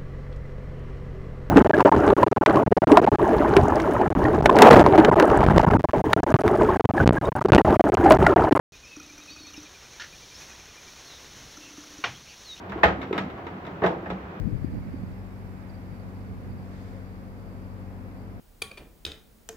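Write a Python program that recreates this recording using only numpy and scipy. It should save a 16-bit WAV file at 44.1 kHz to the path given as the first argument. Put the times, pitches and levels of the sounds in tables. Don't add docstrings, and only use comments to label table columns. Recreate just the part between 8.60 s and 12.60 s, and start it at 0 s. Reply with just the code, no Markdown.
import sys
import numpy as np
from scipy import signal
from scipy.fft import rfft, irfft
from scipy.io import wavfile

SR = 44100
rng = np.random.default_rng(int(sys.argv[2]) if len(sys.argv) > 2 else 0)


def wav_record(signal):
    frames = np.transpose(np.atleast_2d(signal))
    bounded = np.clip(frames, -1, 1)
    quanta = np.round(bounded * 32767).astype(np.int16)
    wavfile.write(sys.argv[1], SR, quanta)


N = 176400
T = np.arange(N) / SR


def wind():
    # (time [s], relative level [dB])
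    breeze = [(.12,-64.5),(.3,-63),(.55,-63),(.85,-62.5),(1.1,-60.5),(1.35,-59),(1.65,-64),(1.9,-57.5),(2.12,-59.5),(2.4,-58),(2.75,-58),(2.96,-61),(3.42,-59.5),(3.7,-63),(4.0,-59.5)]
    # (time [s], level [dB])
    hiss_level = [(.12,-49),(.7,-48),(1.2,-47.5),(1.8,-44.5),(2.1,-48.5),(2.33,-45.5),(2.85,-45.5),(3.4,-45.5),(4.0,-46.5)]
    # (time [s], level [dB])
    buffet = [(.12,-56),(.7,-57.5),(1.1,-57.5),(1.55,-54),(1.85,-55.5),(2.4,-58),(2.85,-52),(3.15,-60.5),(4.0,-56)]
    # (time [s], half width [s], rustle [dB], rumble [dB], fine leaf hiss [dB])
    puffs = [(1.82,0.027,-46,-74,-47),(2.62,0.025,-70,-71,-61),(2.81,0.048,-53,-49,-68)]
    # (frequency [Hz], relative level [dB])
    rustle_spectrum = [(150,-4.5),(350,3),(700,0.5),(1400,1.5),(2000,2.5),(3200,-2.5),(4300,-6.5),(5800,2),(9000,-4),(15000,-5)]
    hiss_spectrum = [(500,-5),(2000,-10),(3400,-2.5),(4400,-1.5),(5200,-1),(5950,1),(6700,-3),(8200,-3.5),(9300,-.5),(10200,-3),(12000,-4),(13200,-9.5),(15500,-4)]
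    rumble_spectrum = [(15,-33),(28,-1.5),(50,1),(72,4),(100,-3.5),(145,-2),(220,-8.5),(400,-12.5),(900,-24)]
    fine_leaf_spectrum = [(2000,-12),(6000,12),(9000,0),(12000,9),(15000,-4)]
    rustle_gain_db, leaf_click_db = 9, -6.5
    rustle = noise(rustle_spectrum) * from_db(1.4 * drift(rate_hz=36))
    leaf_clicks = rms_one(colour(grains(per_s=150, spread_db=-1.5), rustle_spectrum))
    out = from_db(course(breeze) + rustle_gain_db) * (rustle + from_db(leaf_click_db) * leaf_clicks)
    out += from_db(course(hiss_level) + .5 * drift(rate_hz=12)) * noise(hiss_spectrum)
    out += from_db(course(buffet) + drift(rate_hz=7.4)) * noise(rumble_spectrum)
    stirred = np.array([noise(rustle_spectrum), noise(rumble_spectrum), noise(fine_leaf_spectrum)])
    for time, half_width, *levels in puffs:
        out += swell(time, half_width) * (from_db(levels) @ stirred)
    return out


def lens_motor():
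    # (time [s], relative tick level [dB], relative thud level [dB])
    steps = [(0.3647,-3.5,3),(.4005,-3,-5),(.432,-7,-9.5),(0.463,-11,-7),(.501,-7.5,-6.5),(.531,-9,-8),(.581,-4,-6.5),(.601,-8,-18),(.635,-10.5,-10.5),(.660,-7.5,-11),
             (0.704,-7,-5),(.733,-11,-13),(.763,-9.5,-10),(0.8017,-7.5,-4),(0.834,-9,-6),(0.869,-4.5,-8),(0.9026,-5,-14),(0.937,-3,-10),(.973,-6.5,3),(1.003,-7,-14),(1.033,-8,-6),
             (2.972,-2,-4.5),(3.002,-8,-11),(3.037,-9,-7),(3.069,-23,-5.5),(3.104,-9,-4),(3.135,-6,-6.5),(3.176,-3,3),(3.207,-7,-8),(3.24,-7,-13),(3.269,-15,-8.5),(3.303,-9.5,-6),(3.337,-7,-5),(3.383,-10,1),(3.405,-10,-7)]
    # (frequency [Hz], width [Hz], relative level [dB])
    resonances = [(1305,220,-7),(5920,500,0.5),(11900,960,-4.5)]
    tick_gain_db, tick_half_width_s = -40.5, .003
    thud_gain_db, thud_lag_s, thud_soft_s = -38, .00514, .00052
    times, tick_db, thud_db = np.transpose(steps)
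    ticks = sum(from_db(db) * swell(time + tick_half_width_s / 2, tick_half_width_s)
                for time, db in zip(times, tick_db))
    friction = rng.standard_normal(N)
    rasp = np.zeros(N)
    for hz, width, db in resonances:
        band = signal.butter(2, [hz - width / 2, hz + width / 2], "band", fs=SR, output="sos")
        rasp += from_db(db) * rms_one(signal.sosfilt(band, friction))
    blows = clicks(times + thud_lag_s, thud_db + thud_gain_db)
    soften = signal.butter(1, 1 / (np.pi * thud_soft_s), fs=SR)
    thuds = ring(signal.lfilter(*soften, blows + 1e-18), hz=298.6, t60=.12)
    return from_db(tick_gain_db) * ticks * rasp + thuds


def knock():
    # (time [s], relative level [dB])
    contacts = [(3.4396,0),(3.4423,-2)]
    # (frequency [Hz], level [dB], t60 [s])
    housing = [(454,-32,0.029),(712,-32,0.039),(794,-25,0.032),(1240,-23,0.03),(1393,-18.5,0.039),(1455,-15.5,0.011),(1974,-32,0.12),(2310,-23,0.016),(2500,-33,0.075),(2810,-29,0.076),(3200,-32,.08),(3700,-36,0.044),(4420,-43,0.032),(5960,-39,0.022)]
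    # (frequency [Hz], relative level [dB])
    tail_spectrum = [(100,-22),(300,1),(500,-1.5),(750,5),(1450,2.5),(2100,4.5),(2900,2.5),(4000,-4.5),(5500,-6),(7000,-16),(9000,-26),(15000,-32)]
    tail_db = -25.5
    shudder_hz, shudder_db, shudder_rise_s = 119, -46.5, .052
    times, contact_db = np.transpose(contacts)
    out = np.zeros(N)
    for k, (hz, mode_db, t60) in enumerate(housing):
        blows = clicks(times, contact_db + mode_db + rng.normal(0, 1, len(times)))
        out += (-1) ** k * ring(blows, hz, t60)
    out += from_db(tail_db) * burst(times[0], attack=.0007, hold=.0012, t60=.22) * noise(tail_spectrum)
    age = np.maximum(T - times[0], 0) / shudder_rise_s
    shudder = noise([(shudder_hz / 2, -20), (shudder_hz, 0),
                     (shudder_hz * 2, -10), (shudder_hz * 10, -50)])
    return out + from_db(shudder_db) * age * np.exp(1 - age) * shudder


def scuff():
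    # (time [s], hold [s], level [dB], treble gain [dB])
    slips = [(1.3975,0.023,-37.5,0),(1.436,.016,-48.5,-3)]
    # (frequency [Hz], relative level [dB])
    catch_spectrum = [(300,-20),(750,-22),(900,-1),(1050,-14),(1300,2),(1500,2.5),(1740,7),(2100,-1),(2350,-3),(2600,-4.5),(2900,0),(3400,-6),(4200,-4),(5500,-4),(7000,-15),(10000,-17),(15000,-23)]
    catches = rms_one(colour(grains(per_s=5300, spread_db=1.0), catch_spectrum))
    out = np.zeros(N)
    for time, hold, db, treble_db in slips:
        envelope = from_db(db) * burst(time, attack=.00068, hold=hold, t60=.12)
        out += envelope * colour(catches, [(2000, 0), (4000, treble_db)])
    return out


def birds():
    # (middle time [s], pitch [Hz], level [dB])
    chips = [(0.143,2460,-51.5),(.243,2450,-52),(.326,2600,-48),(0.411,2490,-50.5),(.503,2370,-51.5),(.592,2390,-53),(.69,2520,-48),(0.774,2510,-49.5),(0.857,2390,-52.5),(.952,2360,-51.5),
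             (1.065,2380,-53.5),(1.158,2400,-54),(1.256,2420,-55),(1.345,2310,-55),(1.539,2420,-52.5),(1.632,2350,-55),(1.724,2380,-52.5),(1.82,2480,-52.5),(1.914,2500,-54),(2.006,2420,-54),(2.096,2440,-57),(2.185,2390,-51.5),(2.283,2330,-52),(2.377,2450,-58)]
    # (middle time [s], second partial [dB], third partial [dB])
    arches = [(.165,-60,-61),(.27,-54,-62),(0.351,-53,-62),(0.441,-56,-59),(0.534,-58,-65),(.622,-57,-56),(0.712,-55.5,-50.5),(0.802,-58,-54.5),(0.887,-54.5,-53),(0.977,-55,-53.5),(1.067,-68,-57)]
    # (start time [s], length [s], first pitch [Hz],
    # middle pitch [Hz], last pitch [Hz], level [dB], pitch flutter [Hz])
    whistles = [(0.24,.025,5440,5300,5070,-52.5,120),(.26,0.135,2650,2614,2560,-57,89),(0.683,0.072,3890,4520,4470,-48.5,35),(0.771,.135,4530,4370,4340,-51.5,50),(0.94,0.009,3000,2820,2700,-46,120),(.963,0.021,5220,5300,5500,-47,168),(1.74,.035,5140,5400,5350,-48,220),(2.448,0.14,4600,3940,3660,-52,128),(3.004,0.1,2710,2700,2680,-53.5,110),(3.539,0.033,3090,3200,3400,-51.5,199),(3.659,0.093,2500,2600,2620,-53,415),(3.686,.04,4370,4580,4700,-54,90),(3.842,0.054,4650,4220,3780,-49.5,35),(3.88,0.07,4040,3804,3710,-41.5,25),(3.958,0.041,2830,2960,3150,-50.5,402)]
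    chip_s, chip_fall_hz = .028, 60
    arch_s, arch_top_hz, arch_edge_hz = .04, 1288, 1148
    chatter_flutter_hz, echo_db = 35, -12
    flutter = drift(rate_hz=193)
    waver_hz = chatter_flutter_hz * flutter
    out = np.zeros(N)
    for time, hz, db in chips:
        out += note(time - chip_s / 2, chip_s, hz + chip_fall_hz, hz, hz - chip_fall_hz / 2, db, waver_hz)
    for time, *levels in arches:
        for partial, db in enumerate(levels, 2):
            edge_hz, top_hz = partial * arch_edge_hz, partial * arch_top_hz
            out += note(time - arch_s / 2, arch_s, edge_hz, top_hz, edge_hz, db, waver_hz)
    out += sum(note(*glide, flutter_hz * flutter) for *glide, flutter_hz in whistles)
    scatter = (rng.standard_normal(N) * burst(0, attack=.013, hold=0, t60=.4))[:SR]
    echo = signal.fftconvolve(out, scatter / np.linalg.norm(scatter))[:N]
    return out + from_db(echo_db) * echo


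def note(start, length, first_hz, middle_hz, last_hz, db, waver_hz):
    onset, count = int(start * SR), int(length * SR)
    progress = np.linspace(0, 1, count)
    glide_hz = np.polyval(np.polyfit([0, .5, 1], [first_hz, middle_hz, last_hz], 2), progress)
    hz = glide_hz + waver_hz.take(np.arange(onset, onset + count), mode="wrap")
    envelope = np.abs(np.sin(np.pi * progress)) ** .4
    tone = np.sqrt(2) * np.sin(2 * np.pi * np.cumsum(hz) / SR)
    out = np.zeros(N + SR)
    out[onset:onset + count] = from_db(db) * envelope * tone
    return out[:N]


def from_db(db):
    return 10 ** (np.asarray(db) / 20)


def rms_one(x):
    return x / np.sqrt(np.mean(x ** 2) + 1e-20)


def course(points):
    return np.interp(T, *np.transpose(points))


def colour(x, points):
    hz, db = np.transpose(points)
    bins = np.maximum(np.arange(N // 2 + 1) * SR / N, 1)
    return irfft(rfft(x) * from_db(np.interp(np.log(bins), np.log(hz), db)), N)


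def noise(points):
    return rms_one(colour(rng.standard_normal(N), points))


def drift(rate_hz):
    bins = np.arange(N // 2 + 1) * SR / N
    return rms_one(irfft(rfft(rng.standard_normal(N)) / (1 + (bins / rate_hz) ** 2), N))


def grains(per_s, spread_db):
    hits = rng.random(N) < per_s / SR
    signs = rng.choice([-1, 1], N)
    return hits * signs * from_db(spread_db * np.minimum(rng.exponential(1, N), 4))


def clicks(times, db):
    out = np.zeros(N)
    out[(np.asarray(times) * SR).astype(int)] = from_db(db)
    return out


def ring(x, hz, t60):
    radius, angle = 10 ** (-3 / (t60 * SR)), 2 * np.pi * hz / SR
    return signal.lfilter([0, np.sin(angle)], [1, -2 * radius * np.cos(angle), radius ** 2], x + 1e-18)


def burst(start, attack, hold, t60):
    rise = np.clip((T - start) / attack, 0, 1)
    return rise * np.exp(-np.log(1000) * np.maximum(T - start - hold, 0) / t60)


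def swell(middle, half_width):
    return np.exp(-.5 * ((T - middle) / half_width) ** 2)


def scene():
    mono = wind() + birds() + lens_motor() + knock() + scuff()
    return np.array([mono, mono])


def record(dry):
    # (frequency [Hz], gain [dB])
    response = [(6300,0),(6800,-2.5),(7200,-9),(7600,-17.5),(7900,-12.5),(8300,-15.5)]
    # (frequency [Hz], width [Hz])
    notches = [(4830,355),(7730,80)]
    start_s, cutoff_hz = .1215, 15750
    out = np.array([colour(channel, response) for channel in dry])
    for hz, width in notches:
        out = signal.lfilter(*signal.iirnotch(hz, hz / width, fs=SR), out)
    steep_lowpass = signal.ellip(12, .1, 70, cutoff_hz, fs=SR, output="sos")
    return signal.sosfilt(steep_lowpass, out * (T > start_s))


dry = scene()
out = record(dry)
wav_record(out)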